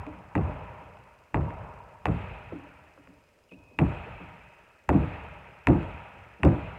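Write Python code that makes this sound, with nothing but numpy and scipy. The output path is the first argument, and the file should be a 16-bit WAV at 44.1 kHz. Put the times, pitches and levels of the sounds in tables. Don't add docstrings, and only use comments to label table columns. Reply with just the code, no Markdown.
import sys
import numpy as np
from scipy import signal
from scipy.fft import rfft, irfft, next_fast_len
from scipy.io import wavfile
from scipy.ndimage import uniform_filter1d

SR = 44100
rng = np.random.default_rng(int(sys.argv[2]) if len(sys.argv) > 2 else 0)


def nominal_scale(level):
    x = np.asarray(level, float) / 20
    return 10 ** x


def unload_wav(signal):
    wavfile.write(
        sys.argv[1],
        SR,
        np.round(np.clip(np.atleast_2d(signal).T, -1, 1) * 32767).astype(np.int16),
    )


N = 298998
TIME = np.arange(N) / SR

# t/s, crack peak level/dB, brightness/dB, hall level/dB, floor level/dB
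BOUNCES = [
    (0.353, -16, 0.5, -28.5, -30.5),
    (1.344, -15.5, -2, -30, -29),
    (2.056, -13, 8, -29, -32.5),
    (3.789, -12.5, 9, -28.5, -31),
    (4.891, -11.5, 8, -27, -27),
    (5.671, -9, 7.5, -28.5, -29.5),
    (6.433, -11.5, 7.5, -28.5, -26),
]
# t/s, hall level/dB
EARLIER_BOUNCE = (-0.26, -30)
# side wall delay/s, ceiling delay/s, bite of the skin/dB
SPOTS = [(.0104, .025, -14), (.0124, .027, -17), (.0118, .028, 11), (.0104, .0265, 20), (.0114, .040, -14),
         (.0150, .031, -6), (.0167, .0445, 12)]
# joist delay/s, joist wave over the first/dB, ring level/dB, late ring level/dB
LANDINGS = [(.021, -7, -1, -1), (0.032, -9.5, -3, -6.5), (0.026, -1, -7.5, -6), (0.022, -1, 0.3, -3),
            (.047, 0.5, 2, 6.5), (0.017, 5.5, 3, 1), (0.018, 2.5, 2.5, -5)]
# t/s, tick peak level/dB, hall level/dB, floor thud level/dB, floor ring level/dB
STEPS = [(0.066, -16, -53, -42.5, -43), (0.127, -27, -51, -60.5, -82), (0.818, -26, -70, -63, -62.5),
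         (0.97, -25, -62, -74, -70), (1.505, -19, -57, -49.5, -59), (2.521, -37.5, -47, -47.5, -36.5),
         (2.832, -47.5, -68, -77, -68), (2.976, -28, -57, -69, -60), (3.073, -26.5, -60, -62, -57.5),
         (3.516, -33, -52, -58, -50), (3.711, -44, -66, -61, -59.5), (4.203, -32, -50.5, -47.5, -51),
         (6.395, -54, -55, -43.5, -51)]
# t/s, f/Hz, level/dB
SQUEAK = [
    (3.492, 2920, -72),
    (3.502, 2740, -63),
    (3.514, 2540, -56),
    (3.532, 2510, -55),
    (3.54, 2600, -55.5),
    (3.547, 2800, -57.5),
    (3.552, 2950, -70),
]
# f/Hz, width/Hz, delay/s, spread/s, level/dB
BOARD_MODES = [
    (74, 45, 0.031, 0.024, 1),
    (153, 71, 0.032, 0.015, -1),
    (296, 82, 0.015, 0.013, 1.5),
    (490, 900, 0.0061, 0.014, -2),
]
# f/Hz, width/Hz, delay/s, spread/s, level/dB
SOLE_MODES = [
    (80, 124, .03, 0.055, -14.5),
    (178.7, 25, 0.028, 0.016, -6),
    (286.5, 53, 0.0093, 0.015, -6),
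    (500, 340, 0.0052, 0.004, -5.5),
]
# f/Hz, level/dB per Hz
CRACK_SPECTRUM = [(200, -19.5), (500, 0.5), (900, 2), (1400, 0.5), (1800, -3), (2600, 0), (3000, -13.5),
                  (4000, -25.5), (5500, -38), (7500, -32.5), (10000, -38.5), (13000, -45.5), (15600, -58)]
# f/Hz, level/dB per Hz
HALL_SPECTRUM = [(25, -15.5), (50, 12), (80, 9), (170, -2), (300, -15.5), (450, -9), (900, -12),
                 (1150, -15), (1900, -24), (2600, -23.5), (3500, -40.5), (4300, -50.5), (5500, -69),
                 (7500, -56), (12000, -77)]
# f/Hz, width/Hz, level/dB
BALL_MODES = [(612, 32, 7), (815, 30, 5), (945, 50, 9), (1290, 50, 3), (2530, 180, 4)]
# f/Hz, t60/s
REVERBERATION = [(40, 1.09), (110, 1.64), (280, 1.5), (740, 2.024), (1900, 2.85), (4500, 2.01), (8000, 0.9)]
# f/Hz, level/dB per Hz
HISS_SPECTRUM = [(30, -6), (100, -7), (600, 1.5), (1200, -36.5), (2600, -9), (3500, -20.5), (5500, -22),
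                 (8000, -23.5), (11000, -28.5), (15800, -29)]
# f/Hz, level/dB per Hz
TICK_SPECTRUM = [(500, -38), (3000, -1), (7000, -1), (10000, -7.5), (15000, -44.5)]

# level under the crack/dB, treble/dB
WALL, CEILING, END_WALL = (-13, 1), (-17, -2), (-24, -5)
END_WALL_S = .158
FIRST_DB, JOIST_DB, EDGE_DB = (-0.9, -2, -4.5, -3), (-6.5, 2.4, -5, -11), (-11.5, -15.5, -18.5, -19.5)
EDGE_S = 0.057
LATE_S, LATE_DB = .125, (-43.5, -30, -15.5)


def unit(x):
    return x / np.sqrt(np.mean(x ** 2) + 1e-20)


def along(points, hz):
    f, value = np.transpose(points)
    return np.interp(np.log(hz + 1), np.log(f + 1), value)


def filtered(x, response):
    size = next_fast_len(N + SR // 2)
    return irfft(rfft(x, size) * response(np.fft.rfftfreq(size, 1 / SR)), size)[:N]


def resonance(f, hz, width_hz):
    damping = 1j * f * width_hz
    return damping / (hz * hz - f * f + damping)


def shelf(f, db):
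    return nominal_scale(db * f * f / (f * f + 2000 ** 2))


def bite(f, db):
    return nominal_scale(db * np.abs(resonance(f, 3300, 2000)) ** 2)


def cracks(rows, sweep, rebound, smear, colour):
    size, onset_s = 4096, .0053
    out = np.zeros(N + size)
    f, t = np.fft.rfftfreq(size, 1 / SR), np.arange(size) / SR
    cepstrum = irfft(np.log(nominal_scale(along(CRACK_SPECTRUM, f))))
    cepstrum[size // 2:] = 0
    slap = np.exp(2 * rfft(cepstrum) - cepstrum[0])
    slap = slap * np.exp(-2j * np.pi * (sweep * np.log((f + 300) / 300) + f * .005))
    inner_path = np.exp(-2j * np.pi * f * .00108) / (1 + (f / 1800) ** 2)
    slap = slap / (1 - rebound * inner_path)
    for s, db, tilt_db in rows:
        direct = t == 0
        facets = rng.standard_normal(size) * nominal_scale(-60 * t / smear) * .5 + direct
        pulse = irfft(slap * colour(f, np.clip(tilt_db, -20, 20)) * rfft(facets))
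        start = round((s - onset_s) * SR)
        out[start:][:size] += nominal_scale(db) * pulse / np.abs(pulse).max()
    return out[:N]


def echoes(slaps, wall_s, ceiling_s):
    s, db, bite_db = slaps.T
    rows = []
    for delay, (loss_db, treble_db) in zip((wall_s, ceiling_s, END_WALL_S), (WALL, CEILING, END_WALL)):
        rows.append(np.c_[s + delay, db + loss_db, bite_db / 4 + treble_db])
    return np.vstack(rows)


def scatter(slaps):
    when, loss, dulling = np.moveaxis(rng.random((len(slaps), 14, 3)), 2, 0)
    delay = .006 + 0.12 * when ** 1.6
    level_db = slaps[:, 1:2] - 18 - 60 * delay / 1.8 - 10 * loss
    treble_db = -6 - 6 * dulling
    return np.stack([(slaps[:, :1] + delay).ravel(), level_db.ravel(), treble_db.ravel()], axis=1)


def boards(rows, modes, linger):
    out = np.zeros(N)
    for k, (hz, width, delay, spread, db) in enumerate(modes):
        wave = unit(filtered(rng.standard_normal(N), lambda f: resonance(f, hz, width) ** 2))
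        envelope = np.abs(signal.hilbert(wave, next_fast_len(N))[:N])
        wave = unit(wave / (envelope + 0.16) ** 0.25)
        arrival = max(delay - 1.88 * spread, -.5 / hz)
        for s, *levels_db in rows:
            part = slice(max(round((s - .05) * SR), 0), round((s + .7) * SR))
            u = np.clip((TIME[part] - s - arrival) / spread, 0, None)
            swell = u ** 1.104 * (np.exp(-u) + linger * np.exp(-u * 0.29))
            level_db = levels_db[min(k, len(levels_db) - 1)] + db + 14.0
            out[part] += nominal_scale(level_db) * swell * wave[part]
    return out


def floor_waves(s, db, joist_s, joist_db, ring_db):
    direct_s, joist_at = s[:, None], (s + joist_s)[:, None]
    joist_gain_db = joist_db[:, None] * [0, 1, 1, 1]
    db = db[:, None] + ring_db[:, None] * [0, 0, 1, 0]
    first = np.c_[direct_s, db + FIRST_DB]
    joist = np.c_[joist_at, db + joist_gain_db + JOIST_DB]
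    edge = np.c_[joist_at + EDGE_S, db + joist_gain_db + EDGE_DB]
    return np.vstack([first, joist, edge])


def hall_colour(f):
    modes = 1 + sum((nominal_scale(db) - 1) * resonance(f, hz, width) for hz, width, db in BALL_MODES)
    return nominal_scale(along(HALL_SPECTRUM, f)) * np.abs(modes)


def hall(hits):
    hz, t, z = signal.stft(rng.standard_normal(N), SR, nperseg=512, noverlap=384)
    hz, power = hz[:, None], 0
    rise = along([(300, 0.012), (1000, 0.056), (3000, 0.11), (4500, 0.059), (8000, .012)], hz)
    t60 = along(REVERBERATION, hz)
    air_modes = np.abs(resonance(hz, 560, 200)) ** 2 + 2.3 * np.abs(resonance(hz, 1025, 200)) ** 2
    for s, db, treble_db, air_db in hits:
        age = np.clip(t - s - .007, 0, None)
        decay = nominal_scale(db - 60 * age / t60) * (1 - np.exp(-age / rise))
        power = power + (nominal_scale(air_db * air_modes) * shelf(hz, treble_db) * decay) ** 2
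    clumps = uniform_filter1d(rng.standard_normal(z.shape), size=6, axis=0)
    clumps = nominal_scale(1.57 * unit(uniform_filter1d(clumps, size=5, axis=1)))
    field = signal.istft(z * clumps * np.sqrt(power), SR, nperseg=512, noverlap=384)[1][:N]
    scale = np.sqrt(np.mean(hall_colour(np.linspace(0, SR / 2, 4000)) ** 2))
    return filtered(field, hall_colour) / scale


def squeak():
    s, hz, db = np.transpose(SQUEAK)
    on = np.interp(TIME, [s[0] - .004, s[0], s[-1], s[-1] + 0.0044], [0, 1, 1, 0])
    phase = 2 * np.pi * np.cumsum(np.interp(TIME, s, hz)) / SR
    tone = on * nominal_scale(np.interp(TIME, s, db) + 1.5) * np.sin(phase)
    tone = tone * nominal_scale(4.3 * unit(uniform_filter1d(rng.standard_normal(N), size=150)))
    age = TIME[:2 * SR]
    tail = rng.standard_normal(2 * SR) * nominal_scale(-60 * age / 3.5) * (1 - np.exp(-age / .05))
    held = filtered(tone, lambda f: resonance(f, 2520, 90))
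    hang = signal.fftconvolve(held, tail / np.linalg.norm(tail))[:N]
    beat = np.abs(signal.hilbert(hang, next_fast_len(N))[:N])
    even = uniform_filter1d(beat, size=4400) + 1e-9
    return tone + nominal_scale(6) * hang * (even / (beat + .2 * even)) ** .45


def circuit_noise():
    hiss = unit(filtered(rng.standard_normal(N), lambda f: nominal_scale(along(HISS_SPECTRUM, f))))
    whine = unit(filtered(rng.standard_normal(N), lambda f: resonance(f, 5039, 25)))
    return nominal_scale(-67.0) * hiss + nominal_scale(-89) * whine


def electric_ticks():
    age = (TIME - .0385) % .05
    burst = rng.standard_normal(N) * nominal_scale(-60 * age / 0.017)
    return nominal_scale(-83.5) * unit(filtered(burst, lambda f: nominal_scale(along(TICK_SPECTRUM, f))))


def scene():
    s, crack_db, bright_db, hall_db, floor_db = np.transpose(BOUNCES)
    wall_s, ceiling_s, bite_db = np.transpose(SPOTS)
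    joist_s, joist_db, lean_db, late_db = np.transpose(LANDINGS)
    step_s, tick_db, step_hall_db, thud_db, ring_db = np.transpose(STEPS)
    flat = 0 * step_s

    slaps = np.c_[s, crack_db, bite_db]
    air = cracks(slaps, sweep=1.1, rebound=.68, smear=.002, colour=bite)
    inside = np.c_[s + .0029, crack_db - 7, bite_db / 4 - 12]
    air = air + cracks(inside, sweep=.8, rebound=.6, smear=.004, colour=shelf)
    reflected = np.vstack([echoes(slaps, wall_s, ceiling_s), scatter(slaps)])
    air = air + cracks(reflected, sweep=.6, rebound=.35, smear=.008, colour=shelf)
    ticks = np.c_[step_s, tick_db, flat - 9]
    air = air + nominal_scale(-16.5) * cracks(ticks, sweep=2.6, rebound=0.13, smear=0.0035, colour=shelf)

    floor = boards(floor_waves(s, floor_db, joist_s, joist_db, lean_db), BOARD_MODES, linger=0.013)
    late = np.c_[s + LATE_S, (floor_db + late_db)[:, None] + LATE_DB]
    footfalls = np.c_[step_s, thud_db - 9, thud_db, ring_db]
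    floor = floor + boards([*footfalls, *late], SOLE_MODES, linger=0.064)
    floor = filtered(floor, lambda f: 1 / (1 + (f / 1270) ** 4))

    bounces = np.c_[s, hall_db, bright_db, -.4 * bright_db]
    steps = np.c_[step_s, step_hall_db, flat, flat]
    diffuse = hall([(*EARLIER_BOUNCE, 0, 0), *bounces, *steps])
    return (air + floor + diffuse + squeak())[None]


def roll_off(x):
    return signal.sosfilt(signal.butter(12, 15800, fs=SR, output="sos"), x)


def record(dry):
    sound = filtered(dry[0], lambda f: (1j * f / (36 + 1j * f)) ** 4)
    mix = (sound + circuit_noise() + electric_ticks())[None]
    return roll_off(mix)


dry = scene()
out = record(dry)
unload_wav(out)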